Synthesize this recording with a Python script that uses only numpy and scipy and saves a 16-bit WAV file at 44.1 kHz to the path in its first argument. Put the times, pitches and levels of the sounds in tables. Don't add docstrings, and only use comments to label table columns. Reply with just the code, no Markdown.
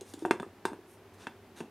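import sys
import numpy as np
from scipy import signal
from scipy.fft import rfft, irfft, next_fast_len
from scipy.io import wavfile
from scipy.ndimage import map_coordinates

SR = 44100
rng = np.random.default_rng(int(sys.argv[2]) if len(sys.argv) > 2 else 0)


def log_audio(samples):
    frames = np.atleast_2d(samples).T
    limited = np.clip(frames, -1, 1)
    pcm = np.round(limited * 32767).astype(np.int16)
    wavfile.write(sys.argv[1], SR, pcm)


N = 74970


def amp(db):
    return 10 ** (np.asarray(db) / 20)


def unit_rms(x):
    return x / np.sqrt(np.mean(x ** 2) + 1e-20)


def along(points, hz):
    freqs, values = np.transpose(points)
    return np.interp(np.log(hz + 1), np.log(freqs + 1), values)


def filtered(x, response):
    n = x.shape[-1]
    size = next_fast_len(n + 8192)
    return irfft(rfft(x, size) * response(np.fft.rfftfreq(size, 1 / SR)), size)[..., :n]


def noise(spectrum, tilt_db_oct=0):
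    tilted = [(hz, db + tilt_db_oct * np.log2(hz / 5000)) for hz, db in spectrum]
    return unit_rms(filtered(rng.standard_normal(N), lambda hz: amp(along(tilted, hz))))


def wobble(rate_hz):
    knots = rng.standard_normal(int(N * rate_hz / SR) + 4)
    return map_coordinates(knots, [np.arange(N) * rate_hz / SR])


def add(track, start_s, sound):
    i = max(round(start_s * SR), 0)
    track[i:i + len(sound)] += sound[:len(track) - i]


def event_time():
    return np.arange(SR // 2) / SR


def decay(t60_s):
    return np.exp(-np.log(1000) * event_time() / t60_s)


# (frequency [Hz], relative density [dB])
AIR_SPECTRUM = [(20, -23), (45, -13.5), (70, -8), (95, 2), (130, -11), (200, -1.5), (300, -3), (390, 1.5),
                (480, -8.5), (800, -8), (1200, -14), (2000, -16.5), (4000, -25), (8000, -32.5),
                (13000, -32.5), (16000, -37)]
# (frequency [Hz], level [dB], waver depth [ratio])
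HUM_TONES = [(99.3, -66, 0.26), (388, -66.5, 0.62)]


def kitchen(air_db=-56.5, drift_db=0.14):
    t = np.arange(N) / SR
    hum = np.zeros(N)
    for hz, db, waver in HUM_TONES:
        level = amp(db) * np.sqrt(2) * (1 + waver * wobble(13.6))
        hum += level * np.sin(2 * np.pi * hz * t + 2 * waver * wobble(15))
    air = amp(air_db + drift_db * wobble(5.4)) * noise(AIR_SPECTRUM)
    return air + hum


# (frequency [Hz], t60 [s])
ROOM_DECAY = [(150, 0.17), (400, 0.24), (1000, 0.24), (2800, 0.2), (8000, 0.19)]
# (frequency [Hz], gain [dB])
ROOM_EQ = [(100, 6.5), (200, 4.5), (350, 0), (700, 1), (1500, -2), (2500, 1), (4000, 1.5), (8000, 2),
           (15000, -0.5)]


def in_room(sound, send_db=0):
    base_db, delay_s, build_s = -7.5, 0.0047, 0.001
    t = event_time()
    hz, frame_s, spectra = signal.stft(rng.standard_normal(len(t)), SR, nperseg=256)
    absorption = amp(-60 * frame_s / along(ROOM_DECAY, hz)[:, None])
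    tail = signal.istft(spectra * absorption, SR, nperseg=256)[1][:len(t)]
    tail *= 1 - np.exp(-np.maximum(t - delay_s, 0) / build_s)
    tail = filtered(tail / np.linalg.norm(tail), lambda f: amp(along(ROOM_EQ, f)))
    return sound + amp(base_db + send_db) * signal.fftconvolve(sound, tail)[:len(sound)]


# (frequency [Hz], level [dB], t60 [s])
BOWL_MODES = [(220, -24, 0.12), (380.5, 1.5, 0.026), (608, -3.5, 0.0075), (746, -9.5, 0.021),
              (906.6, -7, 0.036), (1038, -15, 0.019), (1245, -19.5, 0.041), (1578, -2, 0.018),
              (1700, -6.5, 0.014), (2320, -8, 0.011), (2698, -7, 0.041), (3510, -2.5, 0.025)]
# (frequency [Hz], relative density [dB])
WEAK_MODE_SPECTRUM = [(150, -28), (450, -28), (700, 11.5), (1200, -0.5), (1900, 6.5), (2400, 1.5),
                      (3300, -8), (4500, -38), (9000, -13)]


def bowl_ring(contact_s, bass_db=0, spot_hz=1000, spot_db=0, weak_db=-14):
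    spot_width_oct, bass_edge_hz, contact_loss = 0.14, 480, 1.82
    t = event_time()

    def spot_gain_db(hz):
        return spot_db * np.exp(-(np.log2((hz + 1) / spot_hz) / spot_width_oct) ** 2)

    weak_modes = filtered(noise(WEAK_MODE_SPECTRUM)[:len(t)], lambda hz: amp(spot_gain_db(hz)))
    modes = amp(weak_db) * weak_modes * decay(t60_s=0.042)
    for k, (hz, db, t60_s) in enumerate(BOWL_MODES):
        scatter_db = rng.standard_normal()
        level = amp(db + spot_gain_db(hz) - scatter_db + bass_db * (hz < bass_edge_hz))
        sign = (-1) ** (k // 5)
        modes += sign * level * decay(t60_s) * np.sin(2 * np.pi * hz * t)
    push = np.sin(np.pi * np.minimum(t / contact_s, 1)) * np.exp(-contact_loss * t / contact_s)
    return signal.fftconvolve(modes, push / push.sum())[:len(t)]


# (frequency [Hz], relative density [dB])
SCUFF_SPECTRUM = [(300, -6), (1500, -18), (3000, 5.5), (4400, 0), (5750, 0.5), (6400, 0.5), (7050, 3),
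                  (7600, -3), (8400, 5), (9000, 10), (9600, -4), (11200, -0.5), (13000, -15), (16000, -15)]


def scuff(t60_s, tilt_db_oct=0, rise_s=0.00027):
    t = event_time()
    return noise(SCUFF_SPECTRUM, tilt_db_oct)[:len(t)] * decay(t60_s) * (1 - np.exp(-t / rise_s))


# (frequency [Hz], relative density [dB])
SKIN_SPECTRUM = [(300, 6), (1200, 6.5), (1650, 9), (2200, 0), (2780, 7), (3100, 0), (3550, 7.5),
                 (4300, 1.5), (5200, 1), (6000, 5), (7600, -2.5), (9100, 2.5), (10200, -3), (11500, -3.5),
                 (13000, -12), (16000, -30)]
# (time [s], length [s], level [dB], tilt [dB/oct])
FINGER_SLIDES = [(0.046, 0.097, -60, 4.5), (0.177, 0.074, -60.5, 1.5), (0.857, .12, -67, 11),
                 (1.134, 0.023, -66, 4), (1.176, 0.094, -55, -2), (1.554, 0.06, -52, -1)]


def finger_slides(rough_db=1.5):
    out, t = np.zeros(N), np.arange(N) / SR
    for start_s, length_s, db, tilt_db_oct in FINGER_SLIDES:
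        progress = np.clip((t - start_s) / length_s, 0, 1)
        swell = 4 * progress * (1 - progress)
        friction = noise(SKIN_SPECTRUM, tilt_db_oct)
        grip = amp(rough_db * wobble(500))
        out += amp(db) * swell * unit_rms(friction * grip)
    return out


# (time [s], level [dB], relative bowl ring [dB])
NAIL_TICKS = [(.0095, -42.5, -9.5), (0.1371, -40, -6.5), (0.1916, -50, -14), (0.2584, -44.5, -11),
              (0.4222, -51.5, -18)]


def nail_ticks():
    out = np.zeros(N)
    for start_s, db, ring_db in NAIL_TICKS:
        tick = scuff(t60_s=0.025)
        ring = bowl_ring(contact_s=0.00029, spot_hz=3500, spot_db=10.5)
        add(out, start_s, amp(db) * (tick + amp(ring_db) * ring))
    return out


# (time [s], level [dB], pitch [Hz], t60 [s])
BOWL_THUMPS = [(0.015, -34.5, 386, 0.051), (0.1402, -30, 287, 0.033), (0.175, -41.5, 288, 0.076),
               (0.2223, -27.5, 325.6, 0.074), (0.2617, -25, 335, 0.087), (0.3125, -20, 208.3, 0.029),
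               (.404, -24, 209, 0.034), (0.4646, -35, 353, 0.015), (0.7176, -30.5, 273, 0.051),
               (.789, -41.5, 368, 0.063), (1.2726, -33, 302, 0.022), (1.6091, -24, 256, 0.014)]


def bowl_rocking(rise_s=0.0011, tap_db=-9):
    out, t = np.zeros(N), event_time()
    for start_s, db, hz, t60_s in BOWL_THUMPS:
        hollow = np.sin(2 * np.pi * hz * t) * decay(t60_s) * (1 - np.exp(-t / rise_s))
        tap = amp(tap_db) * bowl_ring(contact_s=0.0011)
        add(out, start_s, in_room(amp(db) * (hollow + tap), send_db=-2))
    return out


# (time [s], ring level [dB], contact [s], bass modes [dB], spot band [Hz], spot gain [dB],
# weak modes [dB], room send [dB], scuff level [dB], scuff tilt [dB/oct], scuff t60 [s])
LID_KNOCKS = [(0.2509, -17, 0.00071, -6, 770, 7.5, -12, -2.5, -50, -2, 0.028),
              (0.3096, -14, 0.00038, 1, 1820, -2, -5.5, -4, -30, -3.5, 0.032),
              (0.3991, -27, 0.00053, -8, 3530, 8.5, -47, -2, -48.5, -1, 0.035),
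              (0.4293, -31.5, 0.00063, 1.5, 1210, 12, -4.5, -3.5, -54, 10, 0.013),
              (0.6529, -15, 0.00053, -3, 618, -17, -14, -2, -35, -1.5, 0.047),
              (0.732, -31, 0.00071, -3, 600, 0, -28, 1, -55, 0, 0.024),
              (1.2693, -27.5, 0.00035, -10, 546, 20, -10.5, -3, -32, -8, 0.031),
              (1.6047, -41.5, 0.00041, 8.5, 2690, 12, -4, -2, -46, -5, 0.031),
              (1.6104, -36, 0.00073, 3, 686, 8, -26, 0.5, -53, 5, 0.018)]


def lid_knocks():
    out = np.zeros(N)
    for (start_s, ring_db, contact_s, bass_db, spot_hz, spot_db,
         weak_db, send_db, scuff_db, tilt_db_oct, scuff_t60_s) in LID_KNOCKS:
        ring = amp(ring_db) * bowl_ring(contact_s, bass_db, spot_hz, spot_db, weak_db)
        grit = amp(scuff_db) * scuff(scuff_t60_s, tilt_db_oct)
        add(out, start_s, in_room(ring + grit, send_db))
    return out


def radiated(x, cutoff_hz=220):
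    def highpass(hz):
        s = 1j * hz / cutoff_hz
        return s ** 2 / (1 + np.sqrt(2) * s + s ** 2)

    return filtered(x, highpass)


def scene():
    handling = lid_knocks() + bowl_rocking() + in_room(nail_ticks() + finger_slides())
    mid = radiated(handling) + kitchen()
    side = amp(-73) * noise([(30, 19.5), (300, 14.5), (2000, 18), (15000, 10.5)])
    return np.array([mid + side, mid - side])


def record(dry):
    cutoff_hz = 15700
    return filtered(dry, lambda hz: 1 / np.sqrt(1 + (hz / cutoff_hz) ** 120))


dry = scene()
out = record(dry)
log_audio(out)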